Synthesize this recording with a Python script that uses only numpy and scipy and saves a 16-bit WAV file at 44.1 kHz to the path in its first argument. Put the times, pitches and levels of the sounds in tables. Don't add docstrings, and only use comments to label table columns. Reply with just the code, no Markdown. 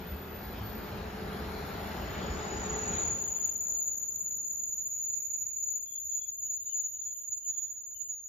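import sys
import numpy as np
from scipy import signal
from scipy.fft import next_fast_len
from scipy.io import wavfile
from scipy.ndimage import uniform_filter1d

SR = 44100
rng = np.random.default_rng(int(sys.argv[2]) if len(sys.argv) > 2 else 0)


def wrap_up_sound(samples):
    columns = np.atleast_2d(samples).T
    tamed = np.clip(columns, -1, 1)
    steps = np.round(tamed * 32767).astype(np.int16)
    wavfile.write(sys.argv[1], SR, steps)


N = 365171
TIME = np.arange(N) / SR
BINS = np.fft.rfftfreq(2048, 1 / SR)
FRAMES = np.arange(N // 512 + 5) * 512 / SR

# loudest level in dB, growth in dB/s,
# drop in dB, later fade in dB/s, floor in dB.
DRONE = (-46.5, .7, 15.6, 3.1, -72.5)
ROAR = (-39.5, 3, 21, 6, -76)
HISS = (-50.5, 3, 17.5, 3, -84)
FIRING_HZ = 75.5
DROP_AT_S, DROP_S = 2.97, 1.15
LOW_HZ, MID_HZ, HIGH_HZ = 2975, 3396, 3830
TOP_HZ = 5485


def squeal(echo_db=8.0, port_turn_rad=0.94, shared=0.13):
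    # time in seconds, level between swells in dB, left minus right in dB.
    squeal_rows = [(0, -75.5, 2), (1.5, -65.5, 1), (2.0, -59.5, 3), (2.5, -46.5, 3), (2.72, -39, -0.5),
                   (3.0, -34.5, 2.5), (3.6, -35, 3.5), (4.0, -35.5, 3.5), (4.8, -35.5, -0.5),
                   (5.5, -37.5, -2.5), (5.9, -42, 2), (6.6, -40, 1.5), (7.2, -42, -3.5), (8.28, -43.5, 1)]
    # full at in seconds, full level in dB, swell in dB/s, settling in dB, settling time in seconds.
    octave_course = (3.5, -51.5, 28, 6.5, 4.5)
    # time of one crest in seconds, period in seconds, swing in dB at full depth.
    octave_throb = (4.89, 0.3895, 6.8)
    purity = .9
    wander_hz, wander_per_s = 4, 3

    level_db, pan_db = curves(squeal_rows)
    lift_db, lean_db = swells()
    wander = wander_hz * evened(flutter(wander_per_s).real)

    tone_echo_db = echo_db - purity * lift_db
    ports = np.array([wheel_tone(1, tone_echo_db, skirt_per_m=26, lag_per_m=9, span_s=.07, wander=wander)
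                      for _ in range(2)])
    ports = ports + shared * ports[::-1]
    ports[0] *= np.exp(-1j * port_turn_rad)
    tone = amp(level_db + lift_db) * panned(pan_db + lean_db) * evened(ports.real)

    partial = wheel_tone(2, echo_db=3.5, skirt_per_m=42, lag_per_m=28, span_s=.25, wander=wander)
    octave = evened((partial * np.array([[np.exp(.15j)], [1]])).real)
    return tone + amp(singing(*octave_course)) * throb(*octave_throb) * octave


def wheel_tone(order, echo_db, skirt_per_m, lag_per_m, span_s, wander):
    rest_hz, hz_per_m_per_s = 6779, 29.5
    hz = rest_hz + hz_per_m_per_s * speed() + wander
    metres = np.cumsum(speed()) / SR
    echoes = flutter(skirt_per_m, metres) * np.exp(-2j * np.pi * lag_per_m * metres)
    fringe = amp(-24) * flutter(98, metres)
    return steadied(1 + amp(echo_db) * echoes + fringe, span_s) * turning(order * hz)


def swells():
    # start in seconds, end in seconds, lift in dB, lean to the left in dB.
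    swell_rows = [(2.93, 3.218, 2.5, -0.5), (3.053, 3.092, 2.5, 2), (3.211, 3.581, 1, 1.5),
                  (3.432, 3.479, 7.5, 1), (3.606, 3.96, 3.5, -0.5), (4.943, 5.227, 2.5, 2.5),
                  (5.16, 5.181, 8, -6), (5.234, 5.505, 2.5, 1), (5.541, 5.86, 7, 4.5), (5.921, 6.034, 6, 3),
                  (6.012, 6.251, 6.5, -2), (6.144, 6.176, 6.5, -1), (6.27, 6.322, 6.5, -1),
                  (6.381, 6.612, 6.5, -1), (6.663, 6.908, 9, 3), (6.932, 7.183, 4, 3),
                  (7.269, 7.386, 8, 1.5), (7.453, 7.523, 12.5, 3), (7.504, 7.73, 7.5, -3.5),
                  (7.987, 8.032, 10, -14), (8.071, 8.149, 11, 0)]
    roundness = .8
    lift, lean = np.zeros(N), np.zeros(N)
    for start, end, lift_db, lean_db in swell_rows:
        phase = np.clip((TIME - start) / (end - start), 0, 1)
        arch = abs(np.sin(np.pi * phase)) ** roundness
        lift, lean = lift + lift_db * arch, lean + lean_db * arch
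    return lift, lean


def singing(full_s, full_db, swell_db, settle_db, settle_s):
    ease_at_s, ease_db_per_s = 6.05, 2
    early, late = np.maximum(full_s - TIME, 0), np.maximum(TIME - full_s, 0)
    settled_db = settle_db * (1 - np.exp(-late / settle_s))
    eased_db = ease_db_per_s * np.maximum(TIME - ease_at_s, 0)
    return full_db - swell_db * early - settled_db - eased_db


def throb(crest_s, period_s, depth_db):
    deepen_from_s, full_depth_s = 2, 11
    uneven_db, uneven_per_m = 3.6, 21
    depth = np.clip((TIME - deepen_from_s) / (full_depth_s - deepen_from_s), 0, 1) ** 2
    uneven = np.tanh(evened(flutter(uneven_per_m, np.cumsum(speed()) / SR).real))
    regular_db = depth_db * np.cos(2 * np.pi * (TIME - crest_s) / period_s)
    return amp(depth * (regular_db + uneven_db * uneven))


def speed():
    start_m_per_s, braking_m_per_s2 = 3.39, .33
    return start_m_per_s - braking_m_per_s2 * TIME


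def scrapes_and_chirps():
    # start in seconds, end in seconds, note in Hz, level in dB.
    chirp_rows = [(3.679, 4.158, TOP_HZ, -79.5), (4.256, 4.652, TOP_HZ, -83), (4.95, 5.157, TOP_HZ, -79.5),
                  (5.852, 5.978, MID_HZ, -68.5), (6.098, 6.29, MID_HZ, -73), (6.2, 6.238, MID_HZ, -64),
                  (6.44, 6.48, HIGH_HZ, -76), (6.44, 6.476, LOW_HZ, -72), (6.595, 6.72, HIGH_HZ, -75.5),
                  (6.747, 6.86, HIGH_HZ, -79), (6.919, 7.008, HIGH_HZ, -80.5),
                  (6.689, 6.735, LOW_HZ, -64.5), (6.598, 6.998, LOW_HZ, -76.5), (6.996, 7.108, MID_HZ, -75),
                  (7.145, 7.215, MID_HZ, -78.5), (7.133, 7.235, LOW_HZ, -79), (7.41, 7.476, LOW_HZ, -74.5),
                  (7.45, 7.786, MID_HZ, -82.5), (7.524, 7.596, MID_HZ, -70.5),
                  (7.658, 7.703, MID_HZ, -71.5), (7.939, 8.098, LOW_HZ, -74.5)]
    # start in seconds, end in seconds, centre in Hz, width in Hz, level in dB.
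    broad_rows = [(0, 0.35, 2590, 90, -63), (1.032, 1.957, 11440, 1400, -63.5),
                  (1.201, 1.8, 4130, 260, -61), (2.1, 3.201, 4220, 1600, -70),
                  (3.58, 3.746, 653, 500, -57.5), (4.997, 5.12, 4100, 90, -79),
                  (4.79, 5.7, 2209, 150, -80.5), (4.79, 5.601, 2450, 130, -78),
                  (4.918, 5.803, 2710, 169, -85), (5.602, 6.305, 2480, 350, -81.5),
                  (5.999, 6.997, 759, 262, -85), (6.448, 7.2, 3420, 500, -83.5)]
    # rise in seconds, tail in seconds, judder in dB, pitch waver in Hz, halo in dB.
    chirp_envelope = (.02, .026, 2.6, 16, -6.5)
    broad_envelope = (0.17, 0.08, 3.5, 15, -12.5)
    chirp_width_hz = 33
    chirps = sum(burst(start, end, hz, chirp_width_hz, db, *chirp_envelope)
                 for start, end, hz, db in chirp_rows)
    return chirps + sum(burst(*row, *broad_envelope) for row in broad_rows)


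def burst(start, end, hz, width_hz, db, rise_s, tail_s, judder_db, waver_hz, halo_db):
    judder_per_s, waver_per_s, halo_width_hz = 12, 38, 150
    out, on = np.zeros((2, N)), (TIME > start) & (TIME < end + .3)
    t = TIME[on]
    judder = evened(amp(judder_db * np.tanh(evened(flutter(judder_per_s, t).real))))
    envelope = np.minimum((t - start) / rise_s, 1) * np.exp(-np.maximum(t - end, 0) / tail_s) * judder
    pitch = hz + waver_hz * evened(flutter(waver_per_s, t).real)
    halo = amp(halo_db) * ringing(pitch, halo_width_hz, spread=1.0, t=t)
    core = steadied(ringing(pitch, width_hz, spread=0.71, t=t), 0.071)
    out[:, on] = amp(db) * envelope * (core + halo)
    return out


def leading_brakes(trim_db=1, halo_db=-4):
    # time in seconds, whistle level in dB before trim_db and the final fade.
    whistle_rows = [(0, -62), (.11, -51.5), (.22, -56.5), (.39, -52.5), (.61, -57), (.68, -52), (.8, -54),
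                    (1.08, -71), (1.6, -64), (2.05, -60.5), (2.45, -72), (3.1, -74)]
    # frequency in Hz, relative level in dB per Hz.
    fizz_colour = [(5000, -28), (6500, 11), (7500, 5), (8700, -24), (10500, 9.5), (12500, 5), (14300, 17.5),
                   (15000, -22)]
    # loudest level in dB, growth in dB/s, drop in dB, later fade in dB/s, floor in dB.
    spray_course = (-65, 0, 17, 0.5, -93)
    whistle_hz = 13981
    fading = steadied(1 + .5 * flutter(28) + amp(halo_db) * flutter(130), 0.14)
    fade_out = np.clip((3.4 - TIME) / 0.53, 0, 1)
    whistle = evened((fading * turning(whistle_hz)).real) * fade_out
    spray = noise(amp(colour(fizz_colour))[:, None], patchy_db=1)[0]
    return amp(curves(whistle_rows)[0] + trim_db) * whistle + amp(passing(*spray_course)) * spray


def rumble(clatter=0.021):
    # frequency in Hz, relative level in dB per Hz.
    near_colour = [(20, -41), (38, -10), (62, 2), (145, -8), (205, -6.5), (290, -14.5), (400, -7.5),
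                   (480, -14.5), (820, -11), (1060, -17.5), (1400, -16.5), (2240, -18.5), (4200, -23),
                   (6300, -32), (9000, -71), (14000, -88.5)]
    far_colour = [(20, -34.5), (45, -4.5), (72, -4), (105, -10.5), (150, -10), (300, -11), (420, -13.5),
                  (750, -16.5), (1000, -20.5), (1400, -18), (1900, -24.5), (3300, -31), (4800, -28),
                  (6300, -43), (8500, -47.5)]
    near = nearness(FRAMES)
    shape = amp(colour(near_colour)[:, None] * near + colour(far_colour)[:, None] * (1 - near))
    low = 1 / (1 + (BINS[:, None] / 130) ** 8)
    high = 1 - 1 / (1 + (BINS[:, None] / 1800) ** 8)
    strokes = 1 + clatter * turning(FIRING_HZ + 4 * flutter(7.0).real).real
    drone = amp(passing(*DRONE)) * noise(shape * np.sqrt(low), patchy_db=2.5)
    roar = amp(passing(*ROAR)) * noise(shape * np.sqrt((1 - low) * (1 - high)), patchy_db=1.0)
    hiss = amp(passing(*HISS)) * noise(shape * np.sqrt(high), patchy_db=2.0)
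    return drone + strokes * (roar + hiss)


def passing(top_db, growth_db, drop_db, fade_db, floor_db):
    closest_at_s = 2.205
    before = np.maximum(closest_at_s - TIME, 0)
    after = np.maximum(TIME - DROP_AT_S - DROP_S, 0)
    return np.maximum(top_db - growth_db * before - drop_db * dropped() - fade_db * after, floor_db)


def dropped():
    steepness = 2.0
    return 1 - np.clip(1 - (TIME - DROP_AT_S) / DROP_S, 0, 1) ** steepness


def nearness(t=TIME):
    first, top, after = 0.65, 0.84, 0.06
    return np.clip(np.interp(t, [0, DROP_AT_S, DROP_AT_S + DROP_S], [first, top, after]), 0, 1)


def noise(gain, patchy_db):
    # time in seconds, share of the rumble from the left (0-1), the rest from ahead.
    swing = [(0, .25), (2.0, .35), (2.8, .7), (3.6, .95), (6.1, .85), (6.6, .5), (8.28, .6)]
    # frequency in Hz, left-right likeness (0-1).
    likeness = [(100, .998), (160, .97), (300, .92), (600, .6), (1000, .55), (1700, .65), (2700, .65),
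                (5000, .45)]
    # frequency in Hz, left minus right in dB.
    balance_db = [(150, .2), (300, .5), (550, 3.2), (1000, 3.2), (2000, 1.4), (5000, 1)]
    lag_ahead_s, lag_left_s = .00003, .00034

    a, b, c, d, patches = rng.standard_normal((len(FRAMES), len(BINS), 5)).T
    patches = evened(uniform_filter1d(uniform_filter1d(patches, size=16, axis=0), size=7, axis=1))
    passed = curves(swing, FRAMES)[0]
    omega = 2 * np.pi * BINS[:, None]
    delay = (1 - passed) * np.exp(-1j * omega * lag_ahead_s) + passed * np.exp(-1j * omega * lag_left_s)
    same, left = colour(likeness)[:, None] * delay, a + 1j * b
    right = same * left + np.sqrt(1 - abs(same) ** 2) * (c + 1j * d)
    z = np.array([left, right])
    z = z * gain * amp(patchy_db * patches) * panned(colour(balance_db))[:, :, None]
    return evened(signal.istft(z, nperseg=2048, noverlap=1536)[1][:, :N])


def hums(firing_db=-4, unsteady=0.7):
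    # frequency in Hz, width in Hz, level against the roar in dB,
    # change in dB once fully far.
    hum_rows = [(52.4, 6.3, -14, 3.5), (393, 99, -18.5, 2), (869, 13, -16, -8.5), (1187, 33, -23, -4.5),
                (1364, 63, -21.5, 2)]
    # frequency in Hz, width in Hz,
    # level against the hiss in dB once fully far.
    wheel_modes = [(3030, 50, -18), (3370, 32, -18.5), (4820, 150, -20.5)]
    drone_db, roar_db, hiss_db = passing(*DRONE), passing(*ROAR), passing(*HISS)
    far = 1 - nearness()
    fading = steadied(1 - unsteady + unsteady * flutter(6.5), 0.063)
    firing = amp(drone_db + firing_db) * evened((fading * turning(FIRING_HZ)).real)
    whines = sum(amp(db + far_db * far) * ringing(hz, width, spread=0.45) for hz, width, db, far_db in hum_rows)
    wheels = sum(amp(db) * ringing(hz, width, spread=0.29) for hz, width, db in wheel_modes)
    return firing + amp(roar_db) * whines + amp(hiss_db) * far * wheels


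def drive(whine_echo_db=-4, boom_width_hz=42):
    # time in seconds, whine level in dB.
    whine_rows = [(0, -54), (.55, -62), (1.2, -49), (1.55, -49.5), (1.95, -60.5), (2.35, -47), (2.8, -45),
                  (3.05, -54.5), (3.8, -76), (8.28, -98)]
    # time in seconds, boom frequency in Hz, level in dB.
    boom_rows = [(0, 197.5, -52), (.9, 207.8, -48), (1.5, 191.7, -50), (2.7, 189, -49.5), (3.0, 195.4, -60),
                 (3.5, 198, -73.5), (4.3, 197, -68), (5.2, 198, -77.5), (5.9, 249.7, -81.5),
                 (6.7, 249.7, -79.5), (7.4, 246, -97.5)]
    whine_hz = 431
    echoes = flutter(9) + .5 * np.array([flutter(9) for _ in range(2)])
    whine = evened(((1 + amp(whine_echo_db) * echoes) * turning(whine_hz)).real)
    boom_hz, boom_db = curves(boom_rows)
    boom = steadied(ringing(boom_hz, boom_width_hz, spread=0.17), 0.13)
    return amp(curves(whine_rows)[0]) * whine + amp(boom_db) * boom


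def thuds(rise_s=0.015, ring_s=0.036):
    # start in seconds, level in dB before rise and decay, ring in Hz.
    thud_rows = [(0.106, -28, 72), (0.587, -34, 70.5), (0.602, -28.5, 103), (0.966, -45, 72),
                 (3.702, -47, 58.6)]
    out = np.zeros(N)
    for s, db, hz in thud_rows:
        age = np.maximum(TIME - s, 0)
        envelope = np.minimum(age / rise_s, 1) * np.exp(-age / ring_s)
        out += amp(db) * envelope * np.sin(2 * np.pi * hz * age)
    return out


def ringing(hz, width_hz, spread, t=TIME):
    direct, echo = flutter(width_hz / 2, t), spread * flutter(width_hz / 2, t)
    turn = np.exp(2j * np.pi * np.cumsum(hz * np.ones(len(t))) / SR)
    return evened((np.array([direct + echo, direct - echo]) * turn).real)


def flutter(width, at=TIME):
    per_unit = 6000
    rate = np.fft.fftfreq(next_fast_len(int((at[-1] - at[0] + 1) * per_unit)), 1 / per_unit)
    z = np.fft.ifft(np.exp(-abs(rate) / width + 2j * np.pi * rng.random(len(rate))))
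    return evened(np.interp(at - at[0], np.arange(len(z)) / per_unit, z))


def steadied(z, span_s):
    return z / np.sqrt(uniform_filter1d(abs(z) ** 2, int(span_s * SR)) + 1e-9)


def turning(hz):
    return np.exp(2j * np.pi * np.cumsum(hz * np.ones(N)) / SR)


def panned(db):
    gains = amp(np.array([db, -db]) / 2)
    return gains / np.sqrt(np.mean(gains ** 2, axis=0))


def colour(points):
    hz, value = np.transpose(points)
    return np.interp(np.log(BINS + 1), np.log(hz), value)


def curves(rows, t=TIME):
    s, *columns = np.transpose(rows)
    return [np.interp(t, s, c) for c in columns]


def evened(x):
    return x / np.sqrt(np.mean(abs(x) ** 2) + 1e-20)


def amp(db):
    return 10 ** (np.asarray(db) / 20)


def scene():
    return squeal() + scrapes_and_chirps() + leading_brakes() + rumble() + hums() + drive() + thuds()


def record(dry, low_cut_hz=36, edge_hz=15200):
    cut = signal.sosfilt(signal.butter(4, low_cut_hz, "highpass", fs=SR, output="sos"), dry)
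    band_limit = signal.firwin(511, edge_hz, window=("kaiser", 9), fs=SR)
    return signal.oaconvolve(cut, band_limit[None], "same")


dry = scene()
out = record(dry)
wrap_up_sound(out)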